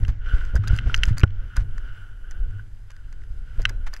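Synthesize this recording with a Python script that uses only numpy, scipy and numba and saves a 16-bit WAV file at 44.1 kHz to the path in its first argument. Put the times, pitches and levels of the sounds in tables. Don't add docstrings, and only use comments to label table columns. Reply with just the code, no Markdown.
import sys
import numpy as np
from scipy import signal
from scipy.fft import rfft, irfft
from scipy.io import wavfile
from scipy.ndimage import uniform_filter1d
from numba import njit

SR = 44100
rng = np.random.default_rng(int(sys.argv[2]) if len(sys.argv) > 2 else 0)


def transcribe(u):
    v = np.clip(np.atleast_2d(u).T, -1, 1)
    q = np.round(v * 32767).astype(np.int16)
    wavfile.write(sys.argv[1], SR, q)


N = 176400
T = np.arange(N) / SR

# (time [s], level [dB])
CLOTH_LEVEL = [(.1,-63),(.17,-66),(.215,-80),(.26,-53),(.35,-52.5),(.5,-59),(.6,-64.5),(.72,-47.5),(.83,-57.5),(.88,-47.5),(1,-52.5),(1.09,-50),(1.15,-61.5),(1.27,-60),(1.36,-65),(1.46,-63.5),(1.6,-71),(1.66,-68.5),(1.9,-62.5),(2.15,-76),(2.5,-70),(2.72,-75),(3.4,-71),(3.68,-56.5),(3.79,-71.5),(3.99,-59)]
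# (frequency [Hz], level [dB])
CONTACT_TONE = [(200,-5.5),(700,1.5),(1150,4.5),(1650,10.5),(2400,0),(3100,-3.5),(3800,-6.5),(5000,-11),(6400,-10.5),(7500,-16),(12500,-28.5),(15500,-42.5)]


def undb(db):
    return 10 ** (np.asarray(db) / 20)


def curve(rows):
    return undb(np.interp(T, *np.array(rows).T))


def unit(x):
    return x / np.sqrt(np.mean(x ** 2))


def response(points):
    hz, db = np.array(points).T
    bins_hz = np.fft.rfftfreq(2 * N, 1 / SR)
    return undb(np.interp(np.log(bins_hz + 1), np.log(hz), db))


def colour(x, points):
    cepstrum = irfft(np.log(unit(response(points))))
    cepstrum[1:N] *= 2
    cepstrum[N + 1:] = 0
    return irfft(rfft(x, 2 * N) * np.exp(rfft(cepstrum)))[:N]


def resonate(x, hz, widths_hz):
    for width in widths_hz:
        x = signal.lfilter(*signal.iirpeak(hz, hz / width, fs=SR), x)
    return x


def walk(rate_hz):
    hold = int(SR / rate_hz)
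    steps = rng.standard_normal(N)[np.arange(N) // hold]
    return np.sqrt(2) * uniform_filter1d(uniform_filter1d(steps, hold), hold)


def flutter(depth_db, rate_hz):
    return undb(depth_db * walk(rate_hz))


def grainy(share, slips_per_s=2200):
    slips = (rng.random(N) < slips_per_s / SR) * rng.standard_normal(N)
    return np.sqrt(share) * unit(slips) + np.sqrt(1 - share) * rng.standard_normal(N)


def add(out, start_s, sound):
    i = max(int(start_s * SR), 0)
    out[i:i + len(sound)] += sound[:max(N - i, 0)]


def bursts(events, rise_s, length_s):
    t, out = T[:int(length_s * SR)], np.zeros(N)
    envelope = t / rise_s * np.exp(1 - t / rise_s)
    for start, db, *_ in events:
        add(out, start, undb(db) * envelope * rng.standard_normal(len(t)))
    return out


def strikes(events, modes, rise_s):
    t, out = T[:SR // 10], np.zeros(N)
    for start, db, ratio in events:
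        ring = sum(undb(mode_db - 60 * t / t60) * np.sin(2 * np.pi * hz * ratio * (t - rise_s / 2))
                   for hz, t60, mode_db in modes)
        ring *= 1 - np.exp(-(t / rise_s) ** 2)
        add(out, start, undb(db) * ring / np.abs(ring).max())
    return out


def wind():
    # (time [s], level [dB])
    buffet_level = [(.1,-22),(.2,-27.5),(.35,-17.5),(.5,-19.5),(.62,-22),(.73,-26),(.82,-21),(1.02,-20),(1.17,-26),(1.45,-23.5),(1.52,-35),(1.62,-26.5),(1.8,-31.5),(2.1,-31.5),(2.42,-29),(2.75,-34.5),(3.2,-32.5),(3.5,-28.5),(3.68,-22.5),(3.99,-33)]
    shake_level = [(.1,-28),(.22,-47),(.5,-43.5),(.59,-29.5),(.74,-24.5),(.82,-31.5),(.88,-24),(1.02,-33.5),(1.11,-25.5),(1.32,-36.5),(1.5,-48),(1.61,-29),(1.8,-43),(2.3,-51),(2.54,-35),(2.75,-49.5),(3.45,-46.5),(3.65,-32.5),(3.99,-58)]
    # (frequency [Hz], level [dB])
    buffet_tone = [(8,3.5),(22,6),(45,-2),(65,-8.5),(100,-37.5),(160,-39.5),(250,-38),(450,-42),(800,-53.5),(2000,-92)]
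    eddies = unit(colour(rng.standard_normal(N), buffet_tone))
    shake = unit(resonate(rng.standard_normal(N), hz=96.1, widths_hz=(10, 96.1)))
    gusts = flutter(depth_db=2, rate_hz=14)
    return eddies * curve(buffet_level) * gusts + shake * curve(shake_level)


def canopy():
    # (frequency [Hz], level [dB])
    rustle_tone = [(120,-19),(400,6),(800,-0.5),(1200,2),(1550,-4.5),(2000,7),(2450,-0.5),(3100,-5.5),(3600,-14.5),(5500,-10),(7200,-22),(15500,-68)]
    swish_tone = [(2200,-27.5),(3050,2),(3700,1),(4500,1),(5000,5.5),(5500,-6),(6400,0),(7000,-4.5),(7600,-0.5),(9000,-4),(12400,-6),(13600,-27.5),(16000,-46)]
    # (time [s], level [dB])
    swish_level = [(.2,-101),(.27,-71),(.36,-65.5),(.5,-71),(.66,-97),(.72,-62),(.77,-59),(.82,-80),(.88,-64.5),(1,-74),(1.08,-56),(1.15,-77),(1.5,-89),(1.59,-73),(1.66,-81.5),(3.55,-72),(3.62,-62),(3.66,-96)]
    rustle = colour(grainy(share=.35), rustle_tone) * curve(CLOTH_LEVEL)
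    swish = colour(grainy(share=.35), swish_tone) * curve(swish_level)
    return (rustle + swish) * flutter(depth_db=1.2, rate_hz=55)


def crinkles(per_s=110, spread_db=5, level_db=-6):
    creases = rng.random(N) < per_s / SR
    sizes = undb(spread_db * np.clip(rng.standard_normal(N), -2, 2))
    rasp = resonate(creases * sizes, hz=2980, widths_hz=(750, 1500))
    return undb(level_db) * unit(rasp) * curve(CLOTH_LEVEL)


def air_rush(housing_hz=1471, width_hz=158, octave_db=-12):
    # (time [s], level [dB])
    rush_level = [(.08,-60),(.19,-63.5),(.24,-47.5),(.29,-38.5),(.37,-42.5),(.42,-47),(.47,-46.5),(.62,-57),(.7,-41.5),(.82,-48),(.9,-46.5),(1.1,-49.5),(1.3,-58),(1.55,-51.5),(1.68,-60),(1.79,-51),(1.98,-50),(2.17,-59.5),(2.32,-53.5),(2.46,-56.5),(2.6,-52),(2.66,-72.5),(2.87,-74),(2.93,-60),(3.08,-64),(3.36,-65),(3.6,-55),(3.99,-59.5)]
    hollow = resonate(rng.standard_normal(N), housing_hz, (width_hz, 2 * width_hz))
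    octave = resonate(rng.standard_normal(N), 2 * housing_hz, (2 * width_hz, housing_hz / 2))
    air = unit(hollow) + undb(octave_db) * unit(octave)
    return air * curve(rush_level) * flutter(depth_db=1.2, rate_hz=34.68)


def air_hiss():
    # (time [s], level [dB])
    hiss_level = [(.1,-56.5),(.18,-85),(.3,-59),(1.15,-71),(1.3,-68),(1.5,-61.5),(2.4,-61.5),(2.8,-66),(3.3,-67.5),(3.99,-58.5)]
    # (frequency [Hz], level [dB])
    hiss_tone = [(100,34),(400,0.5),(900,16.5),(2000,-7),(3500,0),(6000,2.5),(9000,1),(12800,0.5),(13400,-9),(16000,-18)]
    gain = curve(hiss_level) * flutter(depth_db=1.2, rate_hz=24)
    return [gain * colour(rng.standard_normal(N), hiss_tone) for _ in range(2)]


def jolts(rise_s=.0025, pitch_waver=.062):
    # (time [s], level [dB], pitch [Hz], t60 [s])
    thuds = [(.028,-8,36,.07),(.086,-8,42,.09),
             (.337,-7,40,.06),(.385,-15,22,.2),(.537,-13,50,.04),(.553,-7,48,.08),(.59,-16,97,.28),(.706,-7,43,.08),(.731,-8,75,.05),(.861,-9,55,.08),(.981,-9,26,.08),(1.077,-7,52,.08),(1.108,-12.5,97,.17),(1.2345,3,90,.036),(1.265,-21,97,.35),(1.579,-8,46,.14),(3.305,-19,24,.12),(3.583,-10,22,.14)]
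    t, out = T[:SR // 2], np.zeros(N)
    for start, db, hz, t60 in thuds:
        cycles = hz * np.cumsum(1 + pitch_waver * walk(rate_hz=40)[:len(t)]) / SR
        envelope = undb(-60 * t / t60) * (1 - np.exp(-t / rise_s))
        swing = np.sin(2 * np.pi * cycles) * envelope
        add(out, start, undb(db) * swing / swing.max())
    return out


def scuffs():
    # (time [s], nominal length [s], level [dB])
    strokes = [(.032,.009,-47),(.077,.03,-45),
               (.548,.03,-42),(.633,.02,-47),(.672,.016,-40),(.725,.04,-47),(1.078,.024,-42),(1.167,.018,-39),(1.558,.024,-37),(1.585,.04,-48),(2.308,.016,-51),(2.898,.022,-54),(3.123,.01,-55),(3.588,.045,-51),(3.687,.016,-40),(3.862,.022,-39.5),(3.927,.026,-43)]
    pressure = np.zeros(N)
    for start, length, db in strokes:
        corners_s = start + length * np.array([0, .25, .6, 1.3])
        pressure += undb(db) * np.interp(T, corners_s, [.0068, 1, .88, .0018])
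    return colour(grainy(share=.4) * pressure, CONTACT_TONE)


def buckles(crack_db=-18, low_cut_hz=1280):
    # (time [s], level [dB], pitch [ratio])
    clacks = [(.0495,-29,1),
              (.674,-27,1.35),(.7875,-16,1),(.9428,-5,1.01),(1.0338,-5,1),(1.2135,-26,.85),(1.2335,-13,.98),(1.277,-39,1.05),(1.305,-39,1.08),(3.6529,-2.5,.99)]
    # (frequency [Hz], t60 [s], level [dB])
    buckle_modes = [(1400,0.0074,-13.5),(1542,0.013,-0.5),(1856,0.0086,0.5),(2058,0.012,-3.5),(2630,0.02,-14.5),(2817,0.0084,6.5),(3070,0.011,-1.5),(3910,0.013,-12.5),(4230,0.015,-19),(5490,0.004,-2),(6000,0.005,-11)]
    ring = strikes(clacks, buckle_modes, rise_s=.001207)
    cracks = undb(crack_db) * bursts(clacks, rise_s=.0016, length_s=.02)
    low_cut = signal.butter(6, low_cut_hz, "high", fs=SR, output="sos")
    return signal.sosfilt(low_cut, ring + colour(cracks, CONTACT_TONE))


def ticks(rise_s=.00043, decay_s=.00098, tail_s=.003, tail_db=-13, trim_db=-4.5, lag_s=.00087):
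    # (time [s], level [dB], send to the housing ring [dB])
    contacts = [(0.0804,-39.5,10),(0.0906,-46,22),(.3424,-42,6),(0.45,-43.5,12),(.554,-28,-5),(0.5604,-35.5,-3),(0.5657,-37.5,-2),(0.674,-32,-3),(0.679,-27.5,-2),(0.6799,-31,5),(.7622,-33,-10),
                (.774,-37,-9),(0.947,-23,8),(0.9618,-29,-7),(0.9755,-32.5,-8),(1.0353,-22,5),(1.053,-30.5,10),(1.083,-40,3),(1.094,-49,10),(1.1811,-22,1),
                (1.1945,-29.5,10),(1.2032,-30,10),(1.5656,-25.5,-18),(1.7795,-40,15),(2.3095,-37,4.5),(2.3155,-47,5),(2.508,-56.5,22),(2.904,-44,12),(2.915,-46,7),(2.9638,-49,15.5),
                (3.1253,-44.5,10),(3.218,-63,24),(3.236,-55,20),(3.6175,-34,-5),(3.627,-47,-2),(3.6932,-27.5,9),(3.8746,-42.5,15),(3.937,-27.5,-10),(3.9636,-37.5,14),(3.9713,-42,7)]
    # (frequency [Hz], level [dB])
    snap_tone = [(300,-25),(1000,-12.5),(1700,9.5),(3000,-26),(3700,-11),(4700,10),(5600,4),(6400,7),(7300,-3.5),(9500,-8),(12000,-10),(15500,-23)]
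    t, snaps, knocks = T[:SR // 20], np.zeros(N), np.zeros(N)
    snap = (1 - np.exp(-(t / rise_s) ** 2)) * np.exp(-t / decay_s)
    envelope = snap / snap.max() + undb(tail_db) * np.exp(-t / tail_s)
    for start, db, send_db in contacts:
        contact = undb(db + trim_db) * envelope * rng.standard_normal(len(t))
        add(snaps, start + lag_s, contact)
        add(knocks, start + lag_s, undb(send_db) * contact)
    return colour(snaps, snap_tone) + resonate(knocks, hz=1650, widths_hz=(1400, 1650))


def flaps():
    # (time [s], level [dB])
    slaps = [(0.34,-50),(0.541,-41),(0.556,-38.5),(.7,-41),(0.865,-39),(1.078,-49),(1.235,-30.5),(1.569,-43),(3.591,-39),(3.7,-45.5)]
    # (frequency [Hz], level [dB])
    puff_tone = [(100,-22),(250,1.5),(420,1.5),(650,-1),(900,-9.5),(1200,-13),(2000,-28),(5000,-50)]
    return colour(bursts(slaps, rise_s=.005, length_s=.125), puff_tone)


def bumps():
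    # (time [s], level [dB], pitch [ratio])
    blows = [(.412,-30.5,1.02),(.561,-22.5,1.036),(.638,-32.5,0.88),(.897,-24,0.95),(1.235,-9.5,0.968),(1.571,-26,1.01),(2.594,-37,1.03)]
    # (frequency [Hz], t60 [s], level [dB])
    housing_modes = [(1065,0.014,-2.5),(1482,0.02,10),(1610,0.046,-36.5),(1796,0.033,-18),(3240,0.019,-56)]
    return strikes(blows, housing_modes, rise_s=.001514)


def fitting_rings():
    # (time [s], pitch [Hz], level [dB], rise [s], t60 [s])
    pings = [(1.567,5630,-60,.001,0.097),(3.29,5150,-72,.03,0.5),(3.655,2570,-59,.001,0.29),(3.654,3940,-56,.001,0.29)]
    t, out = T[:SR // 2], np.zeros(N)
    for start, hz, db, rise_s, t60 in pings:
        envelope = undb(db - 60 * t / t60) * (1 - np.exp(-t / rise_s))
        add(out, start, envelope * np.sin(2 * np.pi * hz * t))
    return out


def scene(side_db=-5.5):
    # (frequency [Hz], level [dB])
    side_tone = [(60,-56.5),(250,-37.5),(1000,-25),(2000,-13.5),(4000,-8),(8000,-1),(14000,8.5)]
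    hiss, side_hiss = air_hiss()
    gear = buckles() + fitting_rings() + bumps()
    mid = wind() + jolts() + canopy() + air_rush() + crinkles() + flaps()
    mid += gear + ticks() + scuffs() + hiss
    width = np.sqrt(.3) * side_hiss + undb(-7) * (ticks() + scuffs())
    side_spectrum = -1j * rfft(mid + width, 2 * N) * response(side_tone)
    side = undb(side_db) * irfft(side_spectrum)[:N]
    return np.array([mid + side, mid - side])


@njit
def follow(x, release):
    out, peak = np.empty(len(x)), 0.
    for i in range(len(x)):
        peak = max(x[i], peak * release)
        out[i] = peak
    return out


def record(dry, limit_db=-.5, release_s=.32, lag_s=.006, top_hz=15800):
    peak = follow(np.abs(dry).max(axis=0), np.exp(-1 / (release_s * SR)))
    gain = np.minimum(1, undb(limit_db) / (peak + 1e-9))
    late_gain = np.interp(T - lag_s, T, uniform_filter1d(gain, SR // 200))
    high_cut = signal.ellip(8, .2, 70, top_hz, fs=SR, output="sos")
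    return signal.sosfilt(high_cut, np.clip(dry * late_gain, -1, 1))


dry = scene()
out = record(dry)
transcribe(out)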